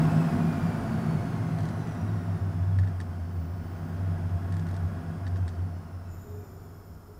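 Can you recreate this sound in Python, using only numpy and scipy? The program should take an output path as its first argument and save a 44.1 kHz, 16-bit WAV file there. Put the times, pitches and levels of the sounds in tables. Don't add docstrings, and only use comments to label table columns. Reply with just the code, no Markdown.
import sys
import numpy as np
from scipy import signal
from scipy.fft import rfft, irfft, next_fast_len
from scipy.io import wavfile
from scipy.ndimage import uniform_filter1d

SR = 44100
rng = np.random.default_rng(int(sys.argv[2]) if len(sys.argv) > 2 else 0)


def generate_wav(sig):
    pcm = np.round(np.clip(np.atleast_2d(sig).T, -1, 1) * 32767).astype(np.int16)
    wavfile.write(sys.argv[1], SR, pcm)


N = 317079
TIME_S = np.arange(N) / SR
SLOTS, BLADES, CRUISE_WHINE_HZ = 72, 4, 1660
FAST_HZ, SLOW_HZ, LOW_HZ = 14922, 14013, 7020

# cruise_gain_db, db_per_octave
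RUSH_LAW, ROAR_LAW, HISS_LAW = (-48.5, 18), (-41, 19.7), (-64.5, 18.9)
DRONE_LAW, WHINE_LAW = (-41, 24.5), (-47, 11.8)

# time_s, pitch_hz
WHINE_PITCH = [(0, 2635), (.25, 2570), (.45, 2430), (.92, 2275), (1.15, 2230), (1.42, 2105), (2.3, 1850),
               (3, 1595), (3.5, 1480), (4.1, 1658), (5.05, 1662), (5.4, 1600), (5.7, 1490), (6, 1345),
               (6.5, 1175), (7.19, 1010)]
# shaft_multiple, gain_db
FAN_TONES = [(4, 2), (7, 3.5)]
# centre_hz, width_hz, gain_per_pass_db
DUCT_MODES = [(111, 38, 1), (163.8, 5.7, 1.5), (231, 35, 0)]
# harmonic, gain_db
WHINE_PARTIALS = [(1, 6), (2, -1.5), (3, -5), (4, -11), (5, -11.5)]
# centre_hz, width_hz, gain_db
HOUSING_MODES = [(1647, 50, -26.5), (2396, 46, -26.5), (2630, 38, -30), (3230, 120, -46), (3700, 77, -34),
                 (4560, 160, -26), (5200, 120, -30), (5830, 250, -22.5), (6340, 160, -29), (6750, 150, -35),
                 (7230, 100, -26), (7770, 110, -27.5), (8400, 120, -29), (9015, 50, -26), (9800, 120, -23),
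                 (10900, 200, -24), (11950, 100, -30)]
# frequency_hz, relative_density_db
RUSH_SPECTRUM = [(240, -27), (400, -3.5), (450, -5.5), (560, -6.5), (690, -2), (800, -5.5), (1000, -8),
                 (1200, -10.5), (1450, -9.5), (1700, -14), (2000, -17), (2400, -24.5), (3200, -38.5),
                 (4500, -75)]
# frequency_hz, relative_density_db
ROAR_SPECTRUM = [(15, -44), (28, -15), (37, -3), (50, -28), (65, -19), (85, -0.5), (108, 3.5), (128, -8),
                 (150, 5), (178, -3.5), (195, -0.5), (230, 1), (265, -0.5), (300, -11.5), (380, -9.5),
                 (470, -26), (700, -50)]
# frequency_hz, relative_density_db
HISS_SPECTRUM = [(1200, -25), (2000, -1), (2600, 4.5), (3300, 1.5), (4000, -2.5), (4800, -0.5), (6000, -5),
                 (8500, -10), (9900, -6), (11500, -20), (15500, -24)]
# pitch_hz, width_hz, gain_db
WALL_MODES = [(318.4, 6.7, -11.5), (349.6, 15, -12), (690, 25.4, -7), (1090, 22, -14), (1238, 30, -18.5),
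              (1451, 39, -15.5), (1626, 15, -22)]
# time_s, gain_db
BOOM_ENVELOPE = [(0, -22), (.3, -5), (1.3, -7), (2.1, -4), (2.75, 4.5), (2.97, -4.5), (3.3, -1.5),
                 (3.85, -6), (3.93, 1), (4.87, 0.5), (5.08, -4.5), (5.3, 2.5), (5.65, -2.5), (5.83, -11),
                 (6.02, -9.5), (7.19, -23)]
# centre_s, length_s, gain_db
BOOM_FLARES = [(2.453, 0.1, 2.5), (2.813, 0.14, 6.5), (5.41, 0.11, 5), (5.603, 0.091, 6)]
# start_s, end_s, switching_hz, start_gain_db, end_gain_db, fuzz_db
WHISTLES = [(0, 1.3, FAST_HZ, -78, -86, -5), (1.3, 3.3, FAST_HZ, -87, -84, 0),
            (3.3, 3.98, FAST_HZ, -77, -77, 1), (3.98, 4.3, FAST_HZ, -85, -88, 4),
            (4.3, 4.93, SLOW_HZ, -85, -84, 4), (4.9, 6.08, FAST_HZ, -88, -85, 3),
            (6.09, 7.3, SLOW_HZ, -74, -81, 1), (6.09, 7.3, LOW_HZ, -81, -97, 11)]
# offset_shaft_multiple, gain_db
SIDEBANDS = [(7.2, -10), (14.4, -15), (22, -17), (28, -8)]
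# start_s, end_s, pitch_hz, gain_db
MOANS = [(6.237, 6.482, 416, -46.5), (6.25, 6.75, 383.4, -54), (6.45, 7.055, 410, -58.5),
         (7.02, 7.225, 418, -56)]
# start_s, snap_peak_db, body_gain_db, treble_gain_db
CLICKS = [(2.7876, -45, 2, -1), (2.8362, -53, 2, -10), (2.8744, -49.5, -2, -15), (3.0022, -40.5, -3.5, 1),
          (5.267, -44, -3, -29), (5.3595, -48, -6, -19), (5.4792, -43, -8.5, 2)]
# start_s, end_s, gain_db
SCROLLS = [(1.584, 1.70, -41.5), (1.869, 1.95, -46.5), (4.52, 4.61, -42.5), (4.665, 4.78, -43.5)]
# pitch_hz, gain_db, t60_s
SHELL_MODES = [(3170, -3, 0.035), (3720, 7, 0.012), (4520, 0, 0.035), (5500, 3.5, 0.013),
               (6640, -14.5, 0.014), (7640, -5, .012), (8680, -3, 0.027)]
# frequency_hz, relative_density_db
ROOM_SPECTRUM = [(18, 7), (28, 26), (37, 36.5), (50, 27.5), (72, 39), (110, 16.5), (400, 19.5),
                 (1000, 11.5), (1450, 12), (2100, -25), (3000, -10), (4200, -8.5), (4900, -4), (5280, 6),
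                 (5700, -5), (8500, -9), (10000, -5), (10700, -5), (11400, -8.5), (15500, -10)]


def fan():
    whine_hz = curve(WHINE_PITCH)
    shaft_hz = whine_hz / SLOTS
    blades, whine = np.zeros(N), np.zeros(N)
    for multiple, db in FAN_TONES:
        hz = multiple * shaft_hz
        duct_gain = mode_gain(DUCT_MODES, hz) ** 2
        blades += amp(db) * duct_gain * tone(hz, 0.88 + 0.54 * flutter(2.35))
    for harmonic, db in WHINE_PARTIALS:
        hz = harmonic * whine_hz
        whine += amp(db) * mode_gain(HOUSING_MODES, hz) * tone(hz, 0.45 + 1.3 * flutter(49))
    return speed_gain(RUSH_LAW) * blades + speed_gain(WHINE_LAW) * whine


def airflow():
    wall = sum(amp(db) * tone(hz, flutter(width_hz)) for hz, width_hz, db in WALL_MODES)
    rush = speed_gain(RUSH_LAW) * (amp(-0.5) * noise(RUSH_SPECTRUM) + wall)
    roar = speed_gain(ROAR_LAW) * noise(ROAR_SPECTRUM)
    hiss = speed_gain(HISS_LAW) * noise(HISS_SPECTRUM)
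    return rush + roar + hiss


def duct(boom_hz=95.6, drone_hz=162.8, pull_share=0.65, pull_range_hz=23.2):
    offset_hz = BLADES * curve(WHINE_PITCH) / SLOTS - boom_hz
    pulled_hz = boom_hz + pull_share * offset_hz * np.exp(-(offset_hz / pull_range_hz) ** 2)
    strength = throb(depth=0.65, rate_hz=15.6)
    for centre_s, length_s, db in BOOM_FLARES:
        age = (TIME_S - centre_s) / length_s
        flare = (amp(db) - 1) * np.exp(-(2 * age) ** 2)
        sag_db = -2.5 * np.exp(-(3.2 * (age - 0.83)) ** 2)
        strength = (strength + flare) * amp(sag_db)
    boom = strength * resonance(pulled_hz, jitter_hz=4, roughness=0.17)
    drone = resonance(drone_hz, jitter_hz=5.5, roughness=0.22) * throb(depth=0.8, rate_hz=15.8)
    return amp(-30.5 + curve(BOOM_ENVELOPE)) * boom + speed_gain(DRONE_LAW) * drone


def resonance(hz, jitter_hz, roughness):
    jostled_hz = hz + jitter_hz * flutter(23).real
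    waver = 1 + roughness * flutter(2 * jitter_hz)
    return tone(jostled_hz, waver) / np.sqrt(1 + roughness ** 2)


def inverter(fade_s=0.053):
    out = np.zeros(N)
    shaft_hz = curve(WHINE_PITCH) / SLOTS
    sidebands = sum(np.sqrt(2) * amp(db + 1) * tone(multiple * shaft_hz, 0.8 + 0.6 * flutter(15))
                    for multiple, db in SIDEBANDS)
    for start_s, end_s, hz, start_db, end_db, fuzz_db in WHISTLES:
        gate = np.clip(np.minimum(TIME_S - start_s, end_s - TIME_S) / fade_s + 0.5, 0, 1)
        gain = amp(np.interp(TIME_S, [start_s, end_s], [start_db, end_db]))
        waver = 0.67 + 0.88 * flutter(35) + amp(fuzz_db) * flutter(380)
        out += gate * gain * tone(hz, waver + sidebands)
    return amp(3) * out


def motor_moans():
    out = np.zeros(N)
    for start_s, end_s, hz, db in MOANS:
        swell = np.sin(np.pi * np.clip((TIME_S - start_s) / (end_s - start_s), 0, 1))
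        out += amp(db) * swell * tone(hz, 0.71 + 0.4 * flutter(48))
    return out


def mouse(rebound_s=0.0089, notch_gap_s=0.025, jitter_s=0.005, spread_db=2):
    out = np.zeros(N)
    t = np.arange(SR // 10) / SR
    body = amp(-60 * t / 0.048) * (np.sin(2 * np.pi * 1750 * t) + 0.61 * np.sin(2 * np.pi * 1890 * t))
    for start_s, db, body_db, treble_db in CLICKS:
        press = snap(t, treble_db, crack_db=-3, crack_s=0.0036) + amp(body_db + 5.5) * body
        rebound = snap(t, treble_db=-20, crack_db=9, crack_s=0.0047)
        add(out, start_s, amp(db) * press)
        add(out, start_s + rebound_s, amp(db - 2) * rebound)
    for start_s, end_s, db in SCROLLS:
        for notch_s in np.arange(start_s, end_s, notch_gap_s):
            late, strong = rng.uniform(-1, 1, 2)
            notch = amp(-3) * snap(t, treble_db=-12, crack_db=11.5, crack_s=0.0019) + amp(-7) * body
            add(out, notch_s + jitter_s * late, amp(db + spread_db * strong) * notch)
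    return out


def snap(t, treble_db, crack_db, crack_s, attack_s=0.0005, split_hz=5200):
    ring = np.zeros(len(t))
    for hz, db, t60_s in SHELL_MODES:
        detune, phase = 1 + 0.11 * (rng.random() - 0.5), rng.random()
        ring += amp(db - 60 * t / t60_s) * np.sin(2 * np.pi * (hz * detune * t + phase))
    crack = butter(rng.standard_normal(len(t)), 4, [2000, 9500], "band")
    decay = np.exp(-t / crack_s) + amp(-12) * np.exp(-t / 0.026)
    sound = (ring + amp(crack_db) * crack * decay) * (1 - np.exp(-t / attack_s))
    dull, bright = butter(sound, 2, split_hz, "low"), butter(sound, 2, split_hz, "high")
    sound = dull - amp(treble_db + 8) * bright
    return sound / abs(sound).max()


def room_air(level_db=-51.5):
    return amp(level_db) * noise(ROOM_SPECTRUM)


def speed_gain(law, lead_s=0.17):
    cruise_gain_db, db_per_octave = law
    speed_oct = np.log2(curve(WHINE_PITCH) / CRUISE_WHINE_HZ)
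    accel_oct_per_s = uniform_filter1d(np.gradient(speed_oct, TIME_S), size=SR // 3)
    return amp(cruise_gain_db + db_per_octave * (speed_oct + lead_s * accel_oct_per_s))


def mode_gain(modes, hz, floor_db=-30.5):
    power = sum(amp(db) ** 2 / (1 + (2 * (hz - centre_hz) / width_hz) ** 2)
                for centre_hz, width_hz, db in modes)
    return np.sqrt(power + amp(floor_db) ** 2)


def flutter(width_hz):
    pole = np.exp(-np.pi * width_hz * np.sqrt(2) / SR)
    white = rng.standard_normal(N + SR) + 1j * rng.standard_normal(N + SR)
    slow = signal.lfilter([(1 - pole) ** 2], [1, -2 * pole, pole * pole], white)[SR:]
    return slow / np.sqrt(np.mean(abs(slow) ** 2))


def throb(depth, rate_hz):
    return abs(1 + depth * flutter(rate_hz)) / np.sqrt(1 + depth ** 2)


def tone(hz, waver):
    cycles = np.cumsum(hz * np.ones(N)) / SR
    return np.sqrt(2) * (waver * np.exp(2j * np.pi * cycles)).real


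def noise(spectrum):
    size = next_fast_len(N)
    hz, db = np.transpose(spectrum)
    gain = amp(np.interp(np.log(np.fft.rfftfreq(size, 1 / SR) + 1), np.log(hz), db))
    shaped = irfft(rfft(rng.standard_normal(size)) * gain, size)[:N]
    return shaped / np.sqrt(np.mean(shaped ** 2))


def butter(sound, order, hz, kind):
    return signal.sosfilt(signal.butter(order, hz, kind, fs=SR, output="sos"), sound)


def amp(db):
    return 10 ** (np.asarray(db) / 20)


def curve(rows):
    return np.interp(TIME_S, *np.transpose(rows))


def add(mix, start_s, sound):
    part = mix[round(start_s * SR):][:len(sound)]
    part += sound[:len(part)]


def scene():
    tunnel = airflow() + duct() + fan() + inverter() + motor_moans()
    return (tunnel + mouse() + room_air())[None]


def record(dry):
    lowpass = signal.firwin(801, cutoff=15690, window=("kaiser", 9), fs=SR)
    return signal.oaconvolve(dry, lowpass[None], "same")


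dry = scene()
out = record(dry)
generate_wav(out)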